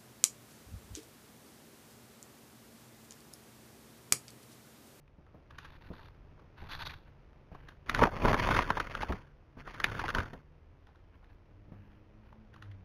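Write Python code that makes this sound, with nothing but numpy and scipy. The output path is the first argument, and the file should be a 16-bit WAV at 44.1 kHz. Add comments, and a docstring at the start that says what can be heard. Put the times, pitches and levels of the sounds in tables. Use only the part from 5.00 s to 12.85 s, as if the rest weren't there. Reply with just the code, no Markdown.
"""A hiker with a pole climbs a dirt forest trail, a small camera held out in front of him.
First his boots thud softly, dry litter crunches and plants swish past, over a quiet forest and a far,
idling engine. Near 3 s, and again near 5 s, broad leaves scrape and snap across the camera case:
stick-slip friction drives its resonances. Then the faint engine revs up and the steps go on, softer."""
import sys
import numpy as np
from scipy import signal
from scipy.fft import rfft, irfft, next_fast_len
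from scipy.io import wavfile
from scipy.ndimage import uniform_filter1d

SR = 44100
rng = np.random.default_rng(int(sys.argv[2]) if len(sys.argv) > 2 else 0)


def bounce(signal):
    """Save signal as a 16-bit WAV file at the path given by the first command-line argument."""
    frames = np.transpose(np.atleast_2d(signal))
    limited = np.clip(frames, -1, 1)
    pcm = np.round(limited * 32767).astype(np.int16)
    wavfile.write(sys.argv[1], SR, pcm)


N = 346080

# modes of the camera case: (f/Hz, bandwidth/Hz, relative level/dB)
CASE_MODES = [(906, 174, -1.5), (1300, 1200, -4.5), (1470, 250, 5), (2390, 350, -8.5)]
# spectra of the case's hollow, a leaf's push and its fizzing edge: (f/Hz, relative level/dB)
HOLLOW_SPECTRUM = [(60, -30.5), (130, -3.5), (210, -1), (300, -3.5), (520, -3.5), (750, -5), (1200, -7.5),
                   (3000, -60.5)]
PUSH_SPECTRUM = [(10, -17.5), (25, 4.5), (42, 3.5), (60, -4.5), (110, -1.5), (170, -18), (500, -56)]
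FIZZ_SPECTRUM = [(1000, -16), (2200, 14), (2900, 3), (3650, 1), (4000, -32), (4350, -1.5), (4900, -9),
                 (6400, -9), (7200, -11), (9500, -14), (12000, -26.5), (14500, -27), (16000, -19)]


def leaves():
    """Stick-slip friction: one train of slips rings the case, booms and fizzes, over a low push."""
    slips = grains(per_s=550, spread_db=0.5, clump_db=3.2, clumps_per_s=120, smooth=0.35)
    # the contact wanders over the case, so each mode takes its turn
    ringing = sum((-1) ** k * from_db(db + 4.55 * drift(45)) * resonance(slips, hz, width)
                  for k, (hz, width, db) in enumerate(CASE_MODES))
    scrape = contact(-4.5, follows=0.82) * evened(low_pass(ringing, hz=2700))
    boom = contact(-3.5, follows=0.92, flat_share=0.97) * evened(colour(slips, HOLLOW_SPECTRUM))
    pressure = evened(colour(rng.standard_normal(N), PUSH_SPECTRUM))
    push = contact(-2, follows=0.82, flat_share=0.59) * pressure
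    fizz = contact(-9.5, follows=0.85) * colour(slips, FIZZ_SPECTRUM)
    return scrape + boom + push + fizz


# how hard a leaf bears on the case, one table per drag: (t/s, contact level/dB)
LEAF_DRAGS = [
    [(2.86, -62), (2.901, -44.5), (2.931, -42.5), (3.035, -24), (3.059, -32.5), (3.085, -46), (3.11, -47)],
    [(3.11, -52), (3.135, -43.5), (3.197, -46.5), (3.253, -26.5), (3.354, -34), (3.375, -61)],
    [(3.375, -31), (3.46, -28), (3.48, -27.5), (3.588, -27), (3.648, -38), (3.66, -44)],
    [(3.66, -40.5), (3.7, -38), (3.751, -42), (3.779, -40), (3.905, -47.5), (4.033, -39), (4.061, -51.5),
     (4.087, -44), (4.32, -75.5)],
    [(4.53, -109), (4.59, -50), (4.647, -65), (4.669, -46.5), (4.721, -55), (4.863, -44), (4.889, -39.5),
     (5.102, -41.5), (5.125, -51)],
    [(5.125, -52), (5.162, -32.5), (5.19, -38.0), (5.288, -55), (5.42, -72.5)],
]
# extra boom of a leaf lying flat rather than on edge, one value per drag: (relative level/dB)
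LEAF_FLATNESS = [1, 6, -3, -1.5, -2, 1.5]


def contact(level_db, follows, flat_share=0):
    """Power law: a friction layer's gain grows as contact ** follows, and with the leaf's flatness."""
    firm_db = -39   # firm contact, the reference for level_db
    return sum(from_db(firm_db + level_db + flat_share * flat_db)
               * (envelope(drag) / from_db(firm_db)) ** follows
               for drag, flat_db in zip(LEAF_DRAGS, LEAF_FLATNESS))


# leaf edges flicking the case: (t/s, relative peak level/dB, ring f/Hz, slipping time/s)
LEAF_FLICKS = [(2.8962, -20.5, 1730, 0.0045), (2.9481, -21.5, 1730, 0.00073), (2.9927, -25.5, 1250, 0.0011),
               (3.0143, -22, 850, 0.0054), (3.0199, -18.5, 540, 0.0071), (3.0369, -13, 910, 0.0034),
               (3.0545, -25, 720, .002), (3.0716, -24.5, 664, 0.00041), (3.2567, -22.5, 960, 0.0015),
               (3.3305, -20.5, 1020, 0.0031), (3.3433, -19, 1130, 0.0037), (3.3656, -30.5, 850, 0.0067),
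               (3.4705, -36, 1490, .008), (3.4889, -21.5, 940, 0.004), (3.5105, -22, 1080, 0.014),
               (3.5453, -24.5, 1430, 0.0076), (3.565, -21.5, 1110, 0.0071), (3.5899, -20.5, 935, 0.0024),
               (3.7035, -18.5, 1060, 0.0056), (3.7706, -26, 930, 0.011), (3.8008, -23, 1330, 0.0042),
               (3.9513, -28.5, 1370, 0.0024), (4.0197, -34, 1500, 0.01), (4.0314, -27.5, 880, 0.0034),
               (4.1229, -31.5, 1210, 0.0052), (4.676, -38, 1080, 0.0043), (4.7451, -41.5, 1550, .005),
               (4.8015, -28.5, 1540, 0.0019), (4.8426, -17.5, 1950, 0.0024), (4.993, -29, 1210, 0.012),
               (5.04, -28.5, 885, 0.0032), (5.0818, -29, 1250, 0.00073), (5.0889, -28.5, 1240, 0.0083),
               (5.1031, -29, 1430, 0.0041), (5.1491, -22, 1350, 0.0041), (5.1847, -24.5, 1170, 0.0025),
               (5.2028, -30, 1170, 0.005), (5.334, -46, 1660, 0.0075)]


def flicks():
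    """Impulse excitation: leaf edges snap on the case, with lighter catches that follow the contact."""
    catches = scattered(LEAF_DRAGS[0][0][0], LEAF_DRAGS[-1][-1][0], contact(-1.5, follows=0.87),
                        spread_db=0.5, hz=1310, slip_s=0.0057, count=30)
    return from_db(-1.66) * snaps(list(LEAF_FLICKS) + catches, damping=0.42, slip_hz=1232,
                                  crack_db=-6.5, case_db=-10, knock_db=-13, lead_in_db=-27.5,
                                  tail_db=-32, tail_s=0.012, dull_hz=3900)


# bright crack of a snap: (f/Hz, relative level/dB)
CRACK_SPECTRUM = [(1100, -18), (1800, -0.5), (2400, 5), (2950, 2), (3600, 0), (4300, -6), (5000, -9),
                  (5800, -12), (7000, -13.5), (9500, -19), (12000, -26), (14500, -31.5), (16000, -37.5)]


def snaps(rows, damping, slip_hz, crack_db, case_db, knock_db, lead_in_db, tail_db, tail_s, dull_hz):
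    """Impulse response: each snap is a quick run of fading slips, with a ring, a crack and a knock."""
    lead = 256   # samples of faint lead-in before the snap
    out, t = np.zeros(N), (np.arange(4096) - lead) / SR
    for start, db, hz, slip_s in rows:
        slip_times = np.cumsum(np.r_[0, rng.uniform(0.7, 1.3, 24)]) / slip_hz
        sizes = np.r_[1, rng.uniform(0.6, 1, 24) * rng.choice([-1, 1], 24)]
        slips = np.zeros(len(t))
        slips[lead + (slip_times * SR).astype(int)] = sizes * np.exp(-(slip_times / slip_s) ** 2)
        # a faint, brief noise swells just before each snap
        lead_in = from_db(lead_in_db) * np.exp(-abs(t) / 0.0026)
        tail = from_db(tail_db) * np.exp(-abs(t) / tail_s)
        slips += np.where(t < 0, lead_in, tail) * rng.standard_normal(len(t))
        own_ring = peak_one(resonance(resonance(slips, hz, damping * hz), hz, hz))
        ring = peak_one(low_pass(own_ring + from_db(case_db) * peak_one(case(slips)), dull_hz))
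        # a stiffer edge rings higher, cracks brighter and knocks less: 9.5 dB per octave
        stiffness_db = 9.5 * np.log2(hz / 1350)
        crack = from_db(crack_db + stiffness_db) * peak_one(colour(slips, CRACK_SPECTRUM))
        shove = rng.standard_normal(len(t)) * (t >= 0) * np.exp(-abs(t) / 0.007)
        knock = from_db(knock_db - stiffness_db) * peak_one(colour(shove, HOLLOW_SPECTRUM))
        add(out, start - lead / SR, from_db(db) * (ring + crack + knock))
    return out


def case(x):
    """Modal superposition: the camera case responds as the sum of a few broad modes."""
    return sum((-1) ** k * from_db(db) * resonance(x, hz, width)
               for k, (hz, width, db) in enumerate(CASE_MODES))


# boots and pole landing on packed earth: (t/s, peak level/dB, f/Hz)
LANDINGS = [(0.184, -50, 149), (0.343, -44.5, 208), (0.904, -36.5, 176), (1.247, -57, 82.7),
            (1.414, -51, 88), (1.622, -42.5, 85), (2.516, -42.5, 72), (4.095, -27.5, 63.4),
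            (4.125, -33.5, 72), (4.569, -40, 233), (5.185, -30.5, 87), (5.331, -40.5, 205),
            (6.68, -50, 130), (6.72, -44, 190), (7.323, -62, 224)]
# crushed soil: (f/Hz, relative level/dB)
SOIL_SPECTRUM = [(30, 2), (90, -0.5), (200, -1), (500, -8.5), (900, -14), (2000, -35), (6000, -53)]


def steps():
    """Damped oscillation: each landing gives a low thump, with a short puff of crushed soil."""
    out, t = np.zeros(N), np.arange(8192) / SR
    for start, db, hz in LANDINGS:
        thump = np.sin(2 * np.pi * hz * t) * from_db(-60 * t * hz / 6.8)   # 60 dB down in 6.8 cycles
        soil = colour(rng.standard_normal(len(t)) * np.exp(-t / 0.027), SOIL_SPECTRUM)
        add(out, start, from_db(db) * (peak_one(thump) + from_db(-3.5) * peak_one(soil)))
    return out


# twigs and grit under boots and pole: (t/s, relative peak level/dB, ring f/Hz, slipping time/s)
TWIG_SNAPS = [(0.079, -68, 2000, .003), (0.5079, -48.5, 1230, 0.0051), (0.5865, -39.5, 1500, .003),
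              (0.647, -45, 1390, 0.015), (0.9341, -52, 1120, 0.011), (0.9942, -48, 930, 0.003),
              (1.3937, -56.5, 980, 0.01), (1.7173, -43.5, 1730, 0.03), (1.7407, -46, 1410, 0.0066),
              (1.8624, -47, 2010, 0.01), (1.8963, -48, 1940, .006), (2.5475, -46, 766, 0.011),
              (2.6872, -44.5, 1410, 0.0066), (5.8707, -58, 1521, 0.0018), (6.228, -62.5, 860, 0.015),
              (7.3274, -51.5, 780, 0.0031), (7.541, -53, 1380, 0.0056), (7.5624, -52, 1170, 0.0036),
              (7.6248, -44.5, 1500, 0.0023), (7.7149, -61, 1960, 0.0057)]


def twigs():
    """Sudden release under load: twigs snap, and loose grit ticks faintly all along the way."""
    grit = scattered(LANDINGS[0][0], LANDINGS[-1][0], np.full(N, from_db(-62.5)),
                     spread_db=4, hz=1100, slip_s=0.001, count=24)
    return from_db(-1.2) * snaps(list(TWIG_SNAPS) + grit, damping=0.7, slip_hz=1422,
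                                 crack_db=-5, case_db=-27.5, knock_db=-12, lead_in_db=-19,
                                 tail_db=-30.5, tail_s=0.036, dull_hz=4150)


# dry litter underfoot, and stems on clothing: (f/Hz, relative level/dB)
CRUNCH_SPECTRUM = [(150, -1), (300, -20.5), (550, -14), (900, 6), (1250, -0.5), (1550, 5.5), (2150, -3),
                   (2800, -1.5), (6000, -42.5)]
SWISH_SPECTRUM = [(1200, -5), (2100, -14), (2900, -11.5), (3400, 7), (4500, -0.5), (5200, -12.5),
                  (6000, -13), (7000, -22), (10000, -22.5), (11000, -23), (12000, -14.5), (13200, -29),
                  (15500, -43)]


def litter():
    """Granular noise: dry leaves crush underfoot; stems brush the clothes with the same grain, higher."""
    crunch, swish = strides()
    cracks = grains(per_s=640, spread_db=-5.5, clump_db=4, clumps_per_s=230, smooth=1)
    return crunch * evened(colour(cracks, CRUNCH_SPECTRUM)) + swish * colour(cracks, SWISH_SPECTRUM)


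# a leg moving through litter and plants: (t/s, duration/s, crunch level/dB, swish level/dB)
LEG_STROKES = [(0.492, 0.08, -65, -77), (0.61, 0.16, -62.5, -70), (0.801, 0.09, -63, -71),
               (0.915, 0.17, -62.5, -68), (1.563, 0.27, -58, -66.5), (1.687, 0.079, -53, -50.5),
               (1.79, 0.038, -46, -48), (1.847, 0.032, -52, -45.5), (1.881, 0.063, -55, -62.5),
               (2.05, 0.034, -67, -84), (2.508, 0.22, -66.5, -80.5), (5.77, 0.13, -87, -90),
               (6.122, 0.038, -69, -88.5), (6.284, 0.042, -70, -79), (6.709, 0.27, -72.5, -93),
               (7.212, 0.095, -72, -83), (7.514, 0.078, -69.5, -90)]


def strides():
    """Two-stage decay: crunch and swish gains swell, hold, drop, then linger as the stems tremble."""
    attack_s, release_s, settle_s = 0.015, 0.0073, 0.047
    t, out = np.arange(N) / SR, np.zeros((2, N))
    for start, length, crunch_db, swish_db in LEG_STROKES:
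        attack = np.clip((t - start) / attack_s, 0, 1)
        after = np.maximum(t - start - length, 0)
        release = np.maximum(np.exp(-after / release_s), from_db(-11.5) * np.exp(-after / settle_s))
        out += np.outer(from_db([crunch_db, swish_db]), attack * release)
    return out


# rumble through the camera's grip: (f/Hz, relative level/dB)
GRIP_SPECTRUM = [(12, 7), (30, 8.5), (55, -0.5), (80, 11), (115, -4.5), (145, 4.5), (200, -17), (300, -8),
                 (600, -47.5)]


def sway(lag_s=0.02):
    """Structure-borne sound: the arm sways just after each stride and rumbles through the grip."""
    t = np.arange(N) / SR
    crunch, _ = strides()
    effort = np.interp(t - lag_s, t, crunch)
    return from_db(-23) * effort ** 0.53 * evened(colour(rng.standard_normal(N), GRIP_SPECTRUM))


# far engine, idling and then revving up: (t/s, firing f/Hz, swell level/dB)
ENGINE_RUN = [(0, 72.54, -3.5), (1.0, 71.3, -1.5), (2.4, 70.7, 0.5), (5.399, 71.47, 5.5), (5.651, 80.07, 1),
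              (6.6, 99.8, -3.5), (7.0, 105.3, 4), (7.351, 110.7, -1), (7.601, 103.5, 2), (7.85, 91.8, 7)]
# exhaust balance at each speed: (firing f/Hz, base level/dB of orders 1, 2 and 3)
EXHAUST_ORDERS = [(72.4, -74, -69, -85.5), (83.6, -64.5, -77, -82.5), (98.8, -62, -72, -78),
                  (109.2, -68, -66, -76.5)]


def engine(waver=0.008, fade_db=4):
    """Harmonic series: only the lowest firing orders carry this far, fading in and out on the way."""
    times, *columns = np.transpose(ENGINE_RUN)
    hz, swell_db = (np.interp(np.arange(N) / SR, times, column) for column in columns)
    speeds, *levels = np.transpose(EXHAUST_ORDERS)
    phase = 2 * np.pi * np.cumsum(hz * (1 + waver * drift(8.3))) / SR
    out = np.zeros(N)
    for order, db in enumerate(levels, start=1):
        gain = from_db(np.interp(hz, speeds, db) + swell_db + fade_db * drift(9.6))
        out += np.sqrt(2) * gain * np.sin(order * phase)
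    return out


# forest background: (t/s, level/dB)
FOREST_LEVEL = [(0, -63.5), (0.4, -58), (1.3, -56.5), (5.6, -60), (7.85, -58)]
# air and foliage: (f/Hz, relative level/dB)
FOREST_SPECTRUM = [(12, -47.5), (25, 2), (85, -3), (125, -8), (205, -16), (320, -15.5), (550, -18.5),
                   (750, -23.5), (950, -23.5), (1500, -28.5), (2600, -33.5), (4000, -44), (5400, -45.5),
                   (15000, -69.5)]


def forest():
    """Broadband ambient noise: a low wash of air with a faint rustle of foliage."""
    rustle = grains(per_s=2700, spread_db=7.5, clump_db=4.2, clumps_per_s=8.3, smooth=1.5)
    return envelope(FOREST_LEVEL) * colour(rustle, FOREST_SPECTRUM)


def grains(per_s, spread_db, clump_db, clumps_per_s, smooth):
    """Shot noise: uneven clicks over smooth friction, coming in clumps but level in the long run."""
    sizes = from_db(spread_db * np.minimum(rng.exponential(1, N), 4)) * rng.choice([-1, 1], N)
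    clicks = rms_one(sizes * (rng.random(N) < per_s / SR))
    friction = smooth * rng.standard_normal(N)
    return evened((clicks + friction) * from_db(clump_db * drift(clumps_per_s)))


def scattered(start, end, gain, spread_db, hz, slip_s, count):
    """Random point process: rows of small snaps, sized by a gain over time, pitched within an octave."""
    when, size, pitch = rng.uniform(-1, 1, (count, 3)).T
    times = start + (end - start) * (when + 1) / 2
    levels = 20 * np.log10(gain[(times * SR).astype(int)] + 1e-12) + spread_db * size
    return [(at, db, ring_hz, slip_s) for at, db, ring_hz in zip(times, levels, hz * 2 ** (pitch / 2))]


def colour(x, spectrum):
    """Minimum-phase (causal) filter with the given spectrum; output rms 1."""
    size = 2 * next_fast_len(len(x) // 2 + 2048)
    hz, db = np.transpose(spectrum)
    grid = np.maximum(np.arange(size // 2 + 1) * SR / size, 1)
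    cepstrum = irfft(np.log(from_db(np.interp(np.log(grid), np.log(hz), db))))
    cepstrum[1:size // 2] *= 2
    cepstrum[size // 2 + 1:] = 0
    return rms_one(irfft(rfft(x, size) * np.exp(rfft(cepstrum)))[:len(x)])


def resonance(x, hz, width):
    """Damped resonator with peak gain 1."""
    r = np.exp(-np.pi * width / SR)
    feedback = [1, -2 * r * np.cos(2 * np.pi * hz / SR), r * r]
    return signal.lfilter(np.array([1, 0, -1]) * (1 - r * r) / 2, feedback, x + 1e-18)


def low_pass(x, hz):
    """Second-order low-pass."""
    return signal.sosfilt(signal.butter(2, hz, fs=SR, output="sos"), x)


def envelope(rows):
    """Gain over time from (t/s, level/dB) rows, silent outside their span."""
    times, db = np.transpose(rows)
    return from_db(np.interp(np.arange(N) / SR, times, db, left=-200, right=-200))


def drift(rate):
    """Random modulation of rms 1 that changes about rate times a second."""
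    knots = rng.standard_normal(8192)
    return rms_one(np.interp(np.arange(N) / SR * rate, np.arange(len(knots)), knots))


def evened(x, size=1300):
    """Hold the running rms at 1, leaving only the fine grain."""
    return x / np.sqrt(uniform_filter1d(uniform_filter1d(x ** 2, size), size) + 1e-9)


def peak_one(x):
    """Scale the loudest 3 ms to rms 1."""
    return x / np.sqrt(uniform_filter1d(x ** 2, 132).max() + 1e-20)


def rms_one(x):
    """Scale to rms 1."""
    return x / np.sqrt(np.mean(x ** 2) + 1e-20)


def from_db(db):
    """Decibels to gain."""
    return 10 ** (np.asarray(db) / 20)


def add(out, start, sound):
    """Mix a sound in at start seconds."""
    at = round(start * SR)
    out[at:at + len(sound)] += sound[:N - at]


def scene():
    """Free-field superposition: the sources add in the open air, without reverberation."""
    return (leaves() + flicks() + steps() + twigs() + litter() + sway() + engine() + forest())[None]


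def record(dry):
    """Band limiting: the microphone port notches the treble, faint self-noise joins, the top is cut."""
    port_notch = signal.butter(2, (6570, 9540), "bandstop", fs=SR, output="sos")
    top_cut = signal.ellip(10, 0.3, 70, 15600, fs=SR, output="sos")
    hiss = from_db(-99) * rng.standard_normal(dry.shape)
    return signal.sosfilt(top_cut, signal.sosfilt(port_notch, dry) + hiss)


dry = scene()
out = record(dry)
bounce(out)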